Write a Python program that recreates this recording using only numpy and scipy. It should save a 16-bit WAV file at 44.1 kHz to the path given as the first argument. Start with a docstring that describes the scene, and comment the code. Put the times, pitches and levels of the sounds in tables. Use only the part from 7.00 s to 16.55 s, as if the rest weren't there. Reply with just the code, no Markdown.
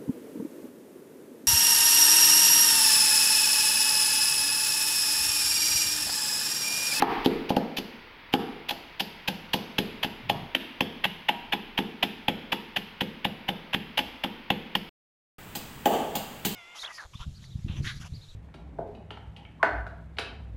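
"""Crunching, thudding pounding, about four blows a second; half a second of silence; then pounding from the side,
brighter and further off. A wooden pestle pounds garlic, salt and chillies in a wooden mortar on a kitchen counter.
Crunch: swarms of random grain clicks through resonances, at first touch and on landing. Wood: decaying sines.
Counter: longer low modes. Kitchen: noise tails decaying band by band. Rumbles and background: coloured noise."""
import sys
import numpy as np
from scipy import signal
from scipy.fft import rfft, irfft
from scipy.io import wavfile
from scipy.ndimage import uniform_filter1d, minimum_filter1d

SR = 44100
rng = np.random.default_rng(int(sys.argv[2]) if len(sys.argv) > 2 else 0)


def wrap_up_sound(samples):
    """Save the sound to the file named by the first command line argument, as 16-bit audio."""
    columns = np.atleast_2d(samples).T
    # keep every value between -1 and 1, then stretch to whole-number steps
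    tamed = np.clip(columns, -1, 1)
    steps = np.round(tamed * 32767).astype(np.int16)
    wavfile.write(sys.argv[1], SR, steps)


N = 421155
TIME = np.arange(N) / SR
SILENCE_FROM_S, SILENCE_TO_S = 7.893, 8.383  # heard from above before, from the side after

# blows: landing t/s, time to sink through the food/s, touch crunch/dB, landing crunch/dB, grittiness/dB,
# thud f/Hz, thud energy/dB, knock energy/dB
BLOWS = [(.023, 0.0015, -18, 1, 20.5, 270, 11.5, 19.5), (0.2607, 0.011, -4.5, 2.5, 17, 256, 11.5, -2),
         (0.504, 0.008, -4, -9, 16.5, 234, 4.5, 1), (0.5676, 0.00085, -5, -13, 19.5, 233, 8, 5),
         (.785, .013, -1, -2, 18, 227, -6, -17.5), (1.339, 0.0091, -6, 7, 6.5, 251, 8, 9),
         (1.709, 0.016, 2, 0, 13, 270, -18, -5), (2.0063, 0.0069, -1.5, 4, 13.5, 202, -11.5, -8),
         (2.285, .0055, 1.5, 3.5, 10.5, 190, -5, -4), (2.542, 0.0059, 4, 3, 13, 221, -2, -5.5),
         (2.788, 0.0033, 3.5, 6, 6, 220, 1, -7.5), (3.046, .012, 4.5, 0, 3, 237, -6, -6),
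         (3.299, .004, -2.5, 6, 1.5, 219, -9.5, 1.5), (3.552, .001, 10.5, -1.5, -4.5, 254, -4, -15),
         (3.8093, .001, 6.5, 2, -5, 237, -1, -9.5), (4.053, 0.0089, 7.5, 4, -6, 189, -10, -6),
         (4.293, 0.0044, 6, 5.5, -11, 227, -7.5, 3.5), (4.535, 0.0087, 3.5, 5, -8.5, 213, -6, 0),
         (4.789, .009, 4.5, 3.5, -5.5, 218, 2.5, -2.5), (5.036, 0.0059, 7, 5, -3.5, 220, -2.5, -4.5),
         (5.285, .001, 7.5, -17, -9, 232, -0.5, -5.5), (5.529, .006, 3, 4.5, -0.5, 220, -6.5, -5),
         (5.771, 0.0064, 2.5, 2.5, -1, 205, -12.5, -12.5), (6.016, .006, 3, -.5, -2.5, 220, -2.5, -14),
         (6.252, .004, -0.5, 3.5, -4.5, 212, -3, -6), (6.49, .006, -8, 3.5, -5, 184, -5.5, -6),
         (6.745, .0105, -0.5, 5.5, -5.5, 218, -3, -9), (6.991, 0.012, 7.5, 5.5, 0, 252, -9.5, -5),
         (7.245, 0.0055, 2, -3, -2.5, 225, -4, -6), (7.5058, 0.0011, 7, -4.5, -8, 217, 0, -2.5),
         (7.7544, 0.0009, 1, 4.5, 0, 194, -6.5, -14), (8.555, 0.0018, -15, -14.5, 4.5, 230, -17.5, -20),
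         (8.859, 0.00098, -1.5, -1.5, -9, 240, 7, 11.5), (9.155, .001, -16, -8, 3, 226, -11, -9.5),
         (9.452, 0.0011, -6.5, -4.5, 1, 206, -5, -12.5)]


def from_db(db):
    """Amplitude factor of a level in dB."""
    return 10 ** (np.asarray(db) / 20)


def unit_energy(x):
    """Scale to a sum of squares of 1."""
    return x / np.sqrt(np.sum(x ** 2) + 1e-20)


def add(track, start_s, sound):
    """Mix a sound into the track from start_s on, clipped to its ends."""
    start = round(start_s * SR)
    first, last = max(start, 0), min(start + len(sound), N)
    track[first:last] += sound[first - start:last - start]


def band(x, low_hz, high_hz):
    """Causal band-pass."""
    edges_hz = [max(low_hz, 15), min(high_hz, .48 * SR)]
    return signal.sosfilt(signal.butter(2, edges_hz, "band", fs=SR, output="sos"), x)


def resonances(table, size=1024):
    """Click response of broad resonances in parallel, with alternating signs."""
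    click = signal.unit_impulse(size)
    response = np.zeros(size)
    for k, (hz, width_hz, db) in enumerate(table):
        response += from_db(db) * (-1) ** k * band(click, hz - width_hz / 2, hz + width_hz / 2)
    return response


def mode(hz, t60_s, rise_s, size=4096):
    """A dying sine of unit energy that swells while the contact lasts."""
    t = TIME[:size]
    swell = 1 - np.exp(-(t / rise_s) ** 2)
    return unit_energy(np.sin(2 * np.pi * hz * t) * from_db(-60 * t / t60_s) * swell)


def hush(spectrum):
    """Steady noise of rms 1, its spectrum interpolated over log frequency."""
    hz, db = np.transpose(spectrum)
    bins_hz = np.maximum(np.fft.rfftfreq(N, 1 / SR), 1)
    gain = from_db(np.interp(np.log(bins_hz), np.log(hz), db))
    return np.sqrt(N) * unit_energy(irfft(rfft(rng.standard_normal(N)) * gain, N))


def background(side_rms_db=-45):
    """Coloured noise: from above an earlier blow's reverberation dies away, then nearly steady; steady from the side."""
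    # noise colours: f/Hz, relative density/dB
    spectrum_above = [(15, -22), (25, -2), (49, -14.5), (363, -18), (405, -18), (754, -22), (936, -12.5),
                      (1130, -19), (1480, -17), (1610, -19), (2220, -14), (3520, -23), (4870, -31.5),
                      (7310, -56.5), (16000, -44.5)]
    spectrum_side = [(30, -3), (90, -3), (160, 0), (300, -7), (600, -13), (900, -11), (3000, -16),
                     (4500, -25), (6200, -29), (7800, -22), (9500, -30), (12000, -27), (15500, -21)]
    # rms from above: t/s, level/dB
    level_above = [(0, -33), (.6, -47.5), (1.1, -48.5), (1.9, -48.5), (3, -47.5), (5, -50), (7.9, -49)]
    above = from_db(np.interp(TIME, *np.transpose(level_above))) * hush(spectrum_above)
    side = from_db(side_rms_db) * hush(spectrum_side)
    return np.where(TIME < SILENCE_FROM_S, above, side)


def rumbles(band_ratio=1.4):
    """Soft low bumps and rumbles: band-passed noise under Gaussian swells."""
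    # swells: centre t/s, spread/s, f/Hz, energy/dB
    swells = [(.01, 0.012, 262, -3.5), (3.359, 0.046, 128, -1), (7.062, 0.057, 49.5, -15)]
    out, t = np.zeros(N), TIME[:SR] - .5
    for centre_s, spread_s, hz, db in swells:
        noise = band(rng.standard_normal(SR), hz / band_ratio, hz * band_ratio)
        swell = noise * np.exp(-(t / (2 * spread_s)) ** 2)
        add(out, centre_s - .5, from_db(db) * unit_energy(swell))
    return out


def bursts(touch_spread_s=.0009, landing_spread_s=.0011, spread_per_sink=.12, shorten_per_db=1.2):
    """Grains give way at first touch and on landing: yields (t/s, spread/s, crunch/dB, grittiness/dB)."""
    for land_s, sink_s, touch_db, landing_db, grit_db, _, thud_db, knock_db in BLOWS:
        drawn_out_s = spread_per_sink * sink_s  # a thicker layer of food draws both bursts out
        # a blow that reaches bare wood stops dead
        shortened = from_db(-shorten_per_db * max(thud_db, knock_db, 0))
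        yield land_s - sink_s, touch_spread_s + drawn_out_s, touch_db, grit_db
        yield land_s, (landing_spread_s + drawn_out_s) * shortened, landing_db, grit_db


def crunches(grains_per_s=6000, size_spread_db=0.5, spray_db=-30, spray_s=.04, swell_share=0.87, size=6144):
    """Each burst is a swarm of tiny fractures that swells, collapses and leaves a few settling grains."""
    # resonances that colour the grains: f/Hz, width/Hz, relative level/dB
    hollow = resonances([(673, 300, -2), (947, 330, 0.5), (1427, 340, -11.5), (1759, 441, 0),
                         (2430, 515, 4)])
    crack = resonances([(2665, 596, 3.5), (3334, 622, 0.0075)])
    edge = resonances([(4194, 1180, 3), (4740, 2470, -7.5), (6260, 330, -6.5)])
    salt_above = resonances([(7110, 1900, -2), (11830, 2320, 5.5), (14430, 1300, -0.5)])
    salt_side = resonances([(7250, 2130, 7), (12700, 4000, -1.5), (14950, 2100, 5.5)])
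    # settling of loose grains after a burst: level/dB, decay time/s
    settle_above = (-13.5, .01)
    settle_side = (-14.5, 0.018)
    out, lead_s = np.zeros(N), .016
    t = TIME[:size] - lead_s
    for burst_s, spread_s, crunch_db, grit_db in bursts():
        side = burst_s > SILENCE_FROM_S
        settle_db, settle_s = settle_side if side else settle_above
        # energies against the crunch level, tilted by grittiness; more treble from the side
        hollow_db = -4 - .15 * grit_db
        crack_db = -3
        edge_db = -18.5 + .52 * grit_db + side * 8
        salt_db = -22 + .34 * grit_db + side * 18
        # the swell is quicker than the collapse
        width_s = max(spread_s, .0003) * np.where(t < 0, swell_share, 1)
        settling = from_db(settle_db) * (t > 0) * np.exp(-abs(t) / settle_s)
        pressure = np.exp(-(t / (2 * width_s)) ** 2) + settling
        signs = rng.choice([-1, 1], size)
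        sizes = from_db(size_spread_db * np.minimum(rng.exponential(1, size), 3)) * signs
        grains = pressure * sizes * (rng.random(size) < grains_per_s / SR)
        # salt thrown aside trickles back as a fine hiss
        spray = from_db(spray_db) * (t > 0) * np.exp(-abs(t) / spray_s) * rng.standard_normal(size)
        salt = salt_side if side else salt_above
        layers = [(grains, hollow, hollow_db), (grains, crack, crack_db),
                  (grains, edge, edge_db), (grains + spray, salt, salt_db)]
        for drive, colour, db in layers:
            # energy centroid: resonances take a moment to answer
            build_up_s = np.sum(TIME[:len(colour)] * unit_energy(colour) ** 2)
            sound = unit_energy(signal.fftconvolve(drive, colour))
            add(out, burst_s - lead_s - build_up_s, from_db(crunch_db + db) * sound)
    return out


def blows(thud_t60_s=.038, wall_hz=470, wall_t60_s=0.03, knock_hz=822, knock_t60_s=0.019, rise_s=0.0014,
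          push_hz=85, push_db=-11, push_t60_s=0.02, detune=.06, pinned_per_db=.32, brighten_per_db=1.05):
    """The mortar thuds on the counter, its wall and hollow knock; returns direct sound and room send."""
    # further bowl modes: f/Hz before detuning, energy/dB against the knock before brightening, t60/s
    overtones = [(597, -8, 0.0079), (921, -13.5, 0.19), (1101, -14.5, 0.0063), (1528, -22.5, 0.0044)]
    direct, sent = np.zeros(N), np.zeros(N)
    for land_s, *_, thud_hz, thud_db, knock_db in BLOWS:
        thud_room_db, knock_room_db = (-3.5, -6) if land_s < SILENCE_FROM_S else (-1, 2.5)
        thud_room_db -= pinned_per_db * thud_db  # a hard blow pins the mortar to the counter
        wall_db = -8 + 1.33 * thud_db  # the wall joins in more as the thud grows
        # the pestle loads the bowl differently each time, which shifts its modes a little
        shift = 1 + detune * rng.standard_normal(len(overtones) + 2)
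        push_level_db = min(thud_db, 1) + push_db  # the arm's weight limits the push
        parts = [(push_hz, push_level_db, push_t60_s, thud_room_db),
                 (thud_hz, thud_db, thud_t60_s, thud_room_db),
                 (wall_hz * shift[-1], wall_db, wall_t60_s, thud_room_db),
                 (knock_hz * np.sqrt(shift[-2]), knock_db, knock_t60_s, knock_room_db)]
        # a hard knock is a short contact, so overtones above it gain
        db_per_octave = brighten_per_db * max(knock_db, 0)
        for (hz, db, t60_s), k in zip(overtones, shift):
            octaves = np.clip(np.log2(hz / knock_hz), 0, .42)
            parts.append((hz * k, knock_db + db + db_per_octave * octaves, t60_s, knock_room_db))
        for hz, db, t60_s, room_db in parts:
            # the strike point decides whether a mode starts outwards or inwards
            ring = rng.choice([-1, 1]) * from_db(db) * mode(hz, t60_s, rise_s)
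            add(direct, land_s, ring)
            add(sent, land_s, from_db(room_db) * ring)
    return direct, sent


def counter(x, ring_db=-21, rise_s=0.00409):
    """Low modes of mortar and counter hum on after each blow."""
    # modes: f/Hz, relative energy/dB, t60/s
    modes = [(163, -2.5, 0.98), (194.4, -7.5, 0.33), (211.3, -4.5, 0.2), (266.8, -17, 0.77), (345.7, 0, 1),
             (425, -1, 0.36), (949, -6.5, 1)]
    response = sum(from_db(db + ring_db) * mode(hz, t60_s, rise_s, size=SR) for hz, db, t60_s in modes)
    return signal.fftconvolve(x, response)[:N]


def kitchen(x, first_s=0.0019, early_db=12.5, early_s=0.016):
    """Dense reflections dying band by band, with strong ones from near by at the start."""
    # reverberation: f/Hz, level/dB, t60/s
    reverberation = [(60, -9.5, 0.71), (119, 2, 0.53), (187.6, 0.5, 0.92), (301, 3.5, 0.78),
                     (500, 8.5, 0.95), (890, -2, 0.87), (1430, 7.5, 1), (3350, 6, 1), (5300, 14.5, 0.84),
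                     (8630, 2, 0.97), (12700, 27.5, 0.43), (16000, -1, .45)]
    t, edges_hz, response = TIME[:SR], np.geomspace(45, 17000, num=18), 0
    hz, level_db, t60_s = np.transpose(reverberation)
    shape = (1 - np.exp(-(t / first_s) ** 2)) * from_db(early_db * np.exp(-t / early_s))
    for low_hz, high_hz in zip(edges_hz, edges_hz[1:]):
        log_centre = np.log(low_hz * high_hz) / 2
        db = np.interp(log_centre, np.log(hz), level_db)
        decay_s = np.interp(log_centre, np.log(hz), t60_s)
        noise = rng.standard_normal(len(t)) * shape * from_db(-60 * t / decay_s)
        tail = unit_energy(band(noise, low_hz, high_hz))
        response = response + from_db(db) * np.sqrt(2 * (high_hz - low_hz) / SR) * tail
    return signal.fftconvolve(x, response)[:N]


def limiter(x, ceiling=0.43, hold_s=0.032, release_db_per_s=150, size=65):
    """Peaks above the ceiling push the gain down; it is held, then recovers at a fixed dB rate."""
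    over_db = 20 * np.log10(np.maximum(abs(x) / ceiling, 1))
    half = int(hold_s * SR / 2)
    held_db = -minimum_filter1d(-over_db, 2 * half + 1, origin=half, mode="constant")
    ramp_db = release_db_per_s * TIME
    cut_db = np.maximum.accumulate(held_db + ramp_db, axis=-1) - ramp_db
    gain_db = uniform_filter1d(minimum_filter1d(-cut_db, size), size)  # smoothed, with look-ahead
    return x * from_db(gain_db)


def scene(crunch_room_above_db=-17, crunch_room_side_db=-4, draws=3):
    """Crunch and wood in the kitchen, over its background noise."""
    wood, wood_sent = blows()
    room_db = np.where(TIME < SILENCE_FROM_S, crunch_room_above_db, crunch_room_side_db)
    crunch_send = from_db(room_db)
    # independent draws of grains and tail are averaged in power, for a smooth reverberation
    room = sum(kitchen(crunch_send * crunches() + wood_sent) for _ in range(draws))
    room = room / np.sqrt(draws)
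    return (crunches() + wood + counter(wood_sent) + room + rumbles() + background())[None]


def record(dry, cutoff_hz=16000):
    """Peaks are limited, the sound stops between the two positions, the top is cut."""
    running = uniform_filter1d(((TIME < SILENCE_FROM_S) | (TIME > SILENCE_TO_S)) * 1., size=64)
    low_pass = signal.ellip(10, .2, 70, cutoff_hz, fs=SR, output="sos")
    return signal.sosfilt(low_pass, limiter(dry) * running)


dry = scene()
out = record(dry)
wrap_up_sound(out)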